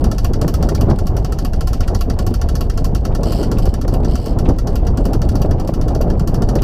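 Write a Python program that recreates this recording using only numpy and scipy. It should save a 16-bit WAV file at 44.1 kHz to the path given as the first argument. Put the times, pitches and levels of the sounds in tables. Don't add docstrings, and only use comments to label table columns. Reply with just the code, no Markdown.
import sys
import numpy as np
from scipy import signal
from scipy.fft import rfft, irfft, next_fast_len
from scipy.io import wavfile
from scipy.ndimage import uniform_filter1d

SR = 44100
rng = np.random.default_rng(int(sys.argv[2]) if len(sys.argv) > 2 else 0)


def output_pcm(signal):
    pcm = np.clip(np.atleast_2d(signal).T, -1, 1) * 32767
    wavfile.write(sys.argv[1], SR, np.round(pcm).astype(np.int16))


N = 292383
TIME = np.arange(N) / SR
AFTER = np.arange(SR // 5) / SR

# start in seconds, relative level in dB.
PAWL_SNAPS = [(0.0412, -20), (0.1141, -21), (0.1822, -20.5), (0.2451, -17.5), (0.3341, -20.5),
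              (0.4137, -18.5), (0.4786, -18), (0.5398, -19.5), (0.626, -20), (0.6884, -19.5),
              (0.7486, -19.5), (0.8098, -20), (0.8993, -23), (0.987, -23.5), (1.0685, -22), (1.166, -23.5),
              (1.2462, -21), (1.3219, -23), (1.3867, -21.5), (1.4481, -20), (1.533, -23.5), (1.6077, -20.5),
              (1.6725, -20), (1.7307, -21), (1.8056, -20.5), (1.8774, -22), (1.9476, -19.5), (2.009, -18.5),
              (2.0987, -20), (2.1888, -19.5), (2.2652, -20), (2.3396, -21), (2.4144, -20.5), (2.4874, -22),
              (2.553, -20), (2.608, -19.5), (2.6978, -20.5), (2.775, -21), (2.8439, -18.5), (2.9485, -20.5),
              (3.051, -20), (3.149, -22), (3.2321, -21.5), (3.3215, -20.5), (3.4301, -21.5), (3.5147, -20),
              (3.584, -22), (3.6548, -23.5), (3.7394, -23), (3.8131, -25.5), (3.8786, -24), (3.9388, -23),
              (4.0468, -23.5), (4.154, -22.5), (4.2589, -24.5), (4.3869, -23.5), (4.4887, -23.5),
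              (4.5854, -23.5), (4.6717, -22.5), (4.7555, -21.5), (4.868, -22), (4.9727, -23), (5.053, -22),
              (5.1325, -21.5), (5.217, -21.5), (5.2884, -23.5), (5.354, -23.5), (5.4174, -21.5),
              (5.5099, -24.5), (5.598, -26), (5.6742, -25), (5.7374, -25.5), (5.8123, -25), (5.881, -26),
              (5.9484, -24.5), (6.012, -22.5), (6.1, -25), (6.1954, -25), (6.274, -21.5), (6.3424, -23),
              (6.4204, -22), (6.4882, -22), (6.554, -22.5), (6.6198, -21)]
# trims in dB for the top treble and for the low, middle and high knock.
WHEEL_TEETH = [(-1, 1.5, 2, -1), (-0.5, -1, 4.5, 4.5), (1.5, 0.5, -0.5, 1.5), (-1.5, 5, -2, -1.5),
               (-9, -6, 1.5, 4.5), (-1.5, 3.5, 2, 0), (-0.5, 4.5, -3.5, -4), (3, 0, 3, 0.5)]
# centre in Hz, width in Hz, relative level in dB.
SPOOL_MODES = [(1500, 2800, -6), (3000, 420, 5), (4480, 610, 5.5), (5000, 1000, 3), (7900, 1300, -4.5),
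               (10300, 3200, -11), (13600, 3000, -13)]


def ratchet(snap_db, ring_db, linger_db, snap_t60, ring_t60, linger_t60, rise_s, alike, colour_db):
    # centre in Hz, width in Hz, relative dB in the snap and in the ringing.
    reel_modes = [(1636, 780, -3.5, -0.5), (2826, 790, -5.5, -1.5), (3730, 360, -24, -3), (4580, 670, 2, 4),
                  (5550, 1830, 6.5, 1), (7400, 910, -0.5, -8), (8150, 370, 1, -8),
                  (9940, 1500, -2.5, -10.5), (11370, 680, -10, -12), (12940, 3400, -3.5, -13.5),
                  (14400, 2100, -4.5, -13)]
    hz, width, snap_levels, ring_levels = np.transpose(reel_modes)
    snap_shape = from_db(snap_db) * (1 - np.exp(-(AFTER / rise_s) ** 2)) * dying(snap_t60)
    ring_decay = dying(ring_t60) + from_db(linger_db) * dying(linger_t60)
    ring_shape = from_db(ring_db) * (1 - np.exp(-AFTER / 0.0048)) * ring_decay

    def strike():
        tint = colour_db * rng.standard_normal(len(reel_modes))
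        snap = snap_shape * resonant_noise(zip(hz, width, snap_levels + tint))
        ring = ring_shape * resonant_noise(zip(hz, width, ring_levels + tint))
        return snap + ring

    out = np.zeros(N)
    voices = [strike() for _ in WHEEL_TEETH]
    highpass = signal.butter(1, 8500, "high", fs=SR, output="sos")
    for k, (start, db) in enumerate(PAWL_SNAPS):
        tooth = k % len(WHEEL_TEETH)
        metal = np.sqrt(alike) * voices[tooth] + np.sqrt(1 - alike) * strike()
        treble_trim = (from_db(WHEEL_TEETH[tooth][0]) - 1) * signal.sosfilt(highpass, metal)
        add(out, start, from_db(db) * (metal + treble_trim))
    return out


def pawl_spring(level_db, spread_db, detune):
    # pitch in Hz, relative level in dB, seconds to fall 60 dB.
    spring_modes = [(2960, -24.5, 0.11), (4710, -16.5, 0.037), (5765, -14, 0.055), (8080, -14, 0.019),
                    (9900, -26, 0.037), (11000, -24.5, 0.092), (12720, -25, 0.034), (13600, -34, 0.046)]
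    out = np.zeros(N)
    for start, db in PAWL_SNAPS:
        for hz, mode_db, t60 in spring_modes:
            strength, pitch = rng.standard_normal(2)
            tone = np.sin(2 * np.pi * hz * (1 + detune * pitch) * AFTER)
            add(out, start, from_db(level_db + db + mode_db + spread_db * strength) * dying(t60) * tone)
    return out


def rod_knocks(level_db, follows, spread_db, detune):
    # pitch in Hz, relative level in dB, swell time in seconds.
    rod_modes = [(717, -12, 0.0097), (1097, -9.5, 0.0044), (1350, -9.5, 0.0048), (1443, -11.5, 0.0023),
                 (1770, -17.5, 0.0042), (2787, -21.5, 0.0026), (3313, -21.5, 0.0044)]
    knock_hz = (1150, 1370, 1730)
    out = np.zeros(N)
    usual_db = np.mean([db for _, db in PAWL_SNAPS])
    for k, (start, db) in enumerate(PAWL_SNAPS):
        tooth_db = WHEEL_TEETH[k % len(WHEEL_TEETH)][1:]
        for hz, mode_db, swell_s in rod_modes:
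            strength, pitch, phase = rng.standard_normal(3)
            knock_db = level_db + follows * (db - usual_db) + np.interp(hz, knock_hz, tooth_db)
            tone = np.sin(2 * np.pi * (hz * (1 + detune * pitch) * AFTER + phase))
            add(out, start, from_db(knock_db + mode_db + spread_db * strength) * swelling(swell_s) * tone)
    return out


def drag(tick_t60, ring_db, ring_t60, jitter_s):
    # start and end in seconds, ticks per second, level in dB.
    line_slips = [(3.256, 3.454, 100, -30), (3.621, 3.636, 130, -33), (3.691, 3.698, 100, -34),
                  (4.081, 4.316, 75, -35.5)]
    out = np.zeros(N)
    shape = (1 - np.exp(-AFTER / 0.00099)) * (dying(tick_t60) + from_db(ring_db) * dying(ring_t60))
    for start, end, per_s, db in line_slips:
        for due in np.arange(start, end, 1 / per_s):
            onset = due + jitter_s * rng.standard_normal()
            add(out, onset, from_db(db) * shape * resonant_noise(SPOOL_MODES))
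    return out


def rattle(per_s, level_db, spread_db, t60):
    hits = rng.random(N) < per_s / SR
    strength = from_db(level_db + spread_db * np.clip(rng.standard_normal(N), -2, 2))
    tick = dying(t60) * resonant_noise(SPOOL_MODES)
    return signal.fftconvolve(hits * strength, tick)[:N]


def wind(rumble_db, buffet_db, split_hz, flutter_db, flutter_hz, patchy_db, brighten,
         rumble_surge_db, buffet_surge_db, surges_per_s):
    # frequency in Hz, relative level in dB.
    wind_spectrum = [(8, -28), (14, -20), (22, 3), (42, 2), (70, -3.5), (120, -9), (200, -14.5), (350, -19),
                     (520, -23.5), (740, -27), (1000, -37), (1500, -49), (2300, -66.5), (5000, -105)]
    # time in seconds, relative level of the rumble in dB.
    big_eddies = [(0.0, -22), (0.05, -9), (0.14, -19.0), (0.25, -12.5), (0.48, -23), (0.53, -14),
                  (1.03, -17), (2.1, -14), (3.36, -15), (3.47, -23), (3.58, -10.5), (3.75, -18.5),
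                  (4.16, -11), (4.22, -23), (4.33, -16), (5.54, -13.5), (5.6, -23.0), (5.82, -16.5),
                  (6.58, -15), (6.62, -15)]
    # time in seconds, relative level of the buffeting in dB.
    gusts = [(0.0, -22), (0.05, -17.5), (0.16, -25), (0.45, -17.3), (0.53, -25), (0.6, -17), (0.69, -20),
             (0.93, -13), (0.97, -22.5), (1.23, -20), (1.29, -25), (1.82, -24.5), (1.95, -19.5),
             (2.02, -30), (2.08, -21), (2.24, -24), (2.28, -17), (2.35, -25.8), (2.63, -21.5), (2.69, -27),
             (2.94, -19), (2.99, -27), (3.03, -22.5), (3.66, -18.2), (3.76, -24.5), (4.02, -18.0),
             (4.24, -24.5), (4.5, -14.5), (4.6, -29.3), (4.64, -21.5), (5.55, -18), (5.59, -23.5),
             (5.89, -19.5), (6.62, -18.5)]
    n = next_fast_len(N)
    hz = np.fft.rfftfreq(n, 1 / SR)
    air = rfft(rng.standard_normal(n)) * from_db(at_hz(wind_spectrum, hz))
    low_share = 1 / (1 + (hz / split_hz) ** 6)
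    rumble = irfft(air * low_share, n)[:N]
    buffet = np.zeros(N)
    force_db = in_time(gusts)
    for centre in 40 * 2 ** np.arange(8):
        octave = np.maximum(1 - np.abs(np.log2(np.maximum(hz, 1) / centre)), 0)
        band = irfft(air * (1 - low_share) * octave, n)[:N]
        tilt_db = brighten * (force_db - force_db.mean()) * np.clip(np.log2(centre / 200), -1, 1)
        buffet += band * from_db(tilt_db + patchy_db * drift(rate_hz=12.7))
    buffet *= from_db(flutter_db * drift(flutter_hz))
    rumble = evened(rumble) * from_db(rumble_db + in_time(big_eddies))
    buffet = evened(buffet) * from_db(buffet_db + force_db)
    return (rumble * surging(rumble_surge_db, surges_per_s)
            + buffet * surging(buffet_surge_db, surges_per_s))


def wind_pops():
    # start in seconds, relative peak in dB.
    hard_eddies = [(0.445, -4.5), (0.607, -9.5), (0.72, -7.5), (0.911, -5), (1.961, -21), (3.672, -7),
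                   (3.848, -12), (4.85, -15), (4.904, -15), (5.151, -4.5), (5.448, -6.5), (5.691, -7),
                   (6.006, -6), (6.153, -13.5), (6.558, -8)]
    return puffs(hard_eddies, level_db=-2.0, centre_hz=370, width_hz=440, swell_s=0.0023)


def motor(firing_hz, wander):
    # multiple of the firing rate, rms level in dB.
    harmonics = [(1, -25.5), (2, -32.5), (3, -47), (4, -54), (7, -52), (9, -44)]
    firings = np.cumsum(firing_hz * (1 + wander * drift(rate_hz=1.9))) / SR
    return sum(np.sqrt(2) * from_db(db) * np.sin(2 * np.pi * (k * firings + rng.random()))
               for k, db in harmonics)


def wake(level_db, lapping_db):
    # frequency in Hz, relative level in dB.
    wake_spectrum = [(500, 10), (1500, 3.5), (2300, -1), (3000, 1.5), (3800, -7.5), (4800, -5), (6000, -9),
                     (7500, -16), (9000, -27), (15000, -19)]
    lapping = from_db(level_db + lapping_db * drift(rate_hz=21))
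    return lapping * noise(lambda hz: from_db(at_hz(wake_spectrum, hz)), size=N)


def hull_slaps():
    # start in seconds, relative peak in dB.
    slaps = [(0.773, -41), (0.8809, -49), (1.8314, -39), (2.3121, -50), (3.1173, -48), (3.5664, -40),
             (4.0294, -48), (4.454, -36), (4.8055, -56), (6.5844, -38)]
    return puffs(slaps, level_db=8.5, centre_hz=2440, width_hz=2900, swell_s=0.0053)


def puffs(rows, level_db, centre_hz, width_hz, swell_s):
    out = np.zeros(N)
    for start, db in rows:
        puff = swelling(swell_s) * resonant_noise([(centre_hz, width_hz, 0)])
        add(out, start, from_db(db + level_db) * puff / np.abs(puff).max())
    return out


def noise(gain_at, size):
    n = next_fast_len(size)
    spectrum = rfft(rng.standard_normal(n)) * gain_at(np.fft.rfftfreq(n, 1 / SR))
    x = irfft(spectrum, n)[:size]
    return x / np.sqrt(np.mean(x ** 2) + 1e-20)


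def resonant_noise(modes):
    def gain_at(hz):
        powers = (from_db(db) ** 2 / (1 + ((hz - centre) / (width / 2)) ** 2) ** 2
                  for centre, width, db in modes)
        return np.sqrt(sum(powers))
    return noise(gain_at, size=len(AFTER))


def drift(rate_hz):
    slow = noise(lambda hz: 1 / (1 + (hz / (rate_hz * 20)) ** 2), size=N // 20 + 2)
    return np.interp(np.arange(N) / 20, np.arange(len(slow)), slow)


def surging(depth_db, per_s):
    eddies = noise(lambda hz: np.exp(-(hz / per_s - 1) ** 2 * 2), size=N)
    return from_db(depth_db * np.tanh(eddies))


def evened(x):
    power = uniform_filter1d(uniform_filter1d(x ** 2, size=SR // 18), size=SR // 40)
    return x / np.sqrt(power + 1e-12)


def dying(t60):
    return np.exp(-np.log(1000) * AFTER / t60)


def swelling(peak_s):
    return AFTER / peak_s * np.exp(1 - AFTER / peak_s)


def from_db(db):
    return 10 ** (np.asarray(db) / 20)


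def at_hz(points, hz):
    point_hz, db = np.transpose(points)
    return np.interp(np.log(np.maximum(hz, 1)), np.log(point_hz), db)


def in_time(curve):
    return np.interp(TIME, *np.transpose(curve))


def add(out, start_s, sound):
    i = int(np.clip(start_s * SR, 0, N))
    out[i:i + len(sound)] += sound[:N - i]


def scene():
    air = wind(rumble_db=-1.5, buffet_db=2.5, split_hz=70.4, flutter_db=2.5, flutter_hz=24.3,
               patchy_db=1.5, brighten=0.032, rumble_surge_db=3.5, buffet_surge_db=2.0, surges_per_s=8.3)
    air += wind_pops()
    boat = motor(firing_hz=23.74, wander=0.014) + wake(level_db=-53, lapping_db=4.2) + hull_slaps()
    reel = ratchet(snap_db=-1.5, ring_db=-7.0, linger_db=-16.5, snap_t60=0.017, ring_t60=0.065,
                   linger_t60=0.22, rise_s=0.00097, alike=0.77, colour_db=3.0)
    reel += pawl_spring(level_db=-4.0, spread_db=4.5, detune=0.012)
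    reel += rod_knocks(level_db=-25.5, follows=0.97, spread_db=1.0, detune=0.027)
    reel += drag(tick_t60=0.015, ring_db=-10.5, ring_t60=0.14, jitter_s=0.0016)
    reel += rattle(per_s=22, level_db=-46.5, spread_db=3.0, t60=0.032)
    return (reel + air + boat)[None]


def record(dry):
    rounded = dry / (1 + (dry / .92) ** 8) ** (1 / 8)
    lowpass = signal.ellip(10, .2, 80, 15500, fs=SR, output="sos")
    return signal.sosfilt(lowpass, rounded)


dry = scene()
out = record(dry)
output_pcm(out)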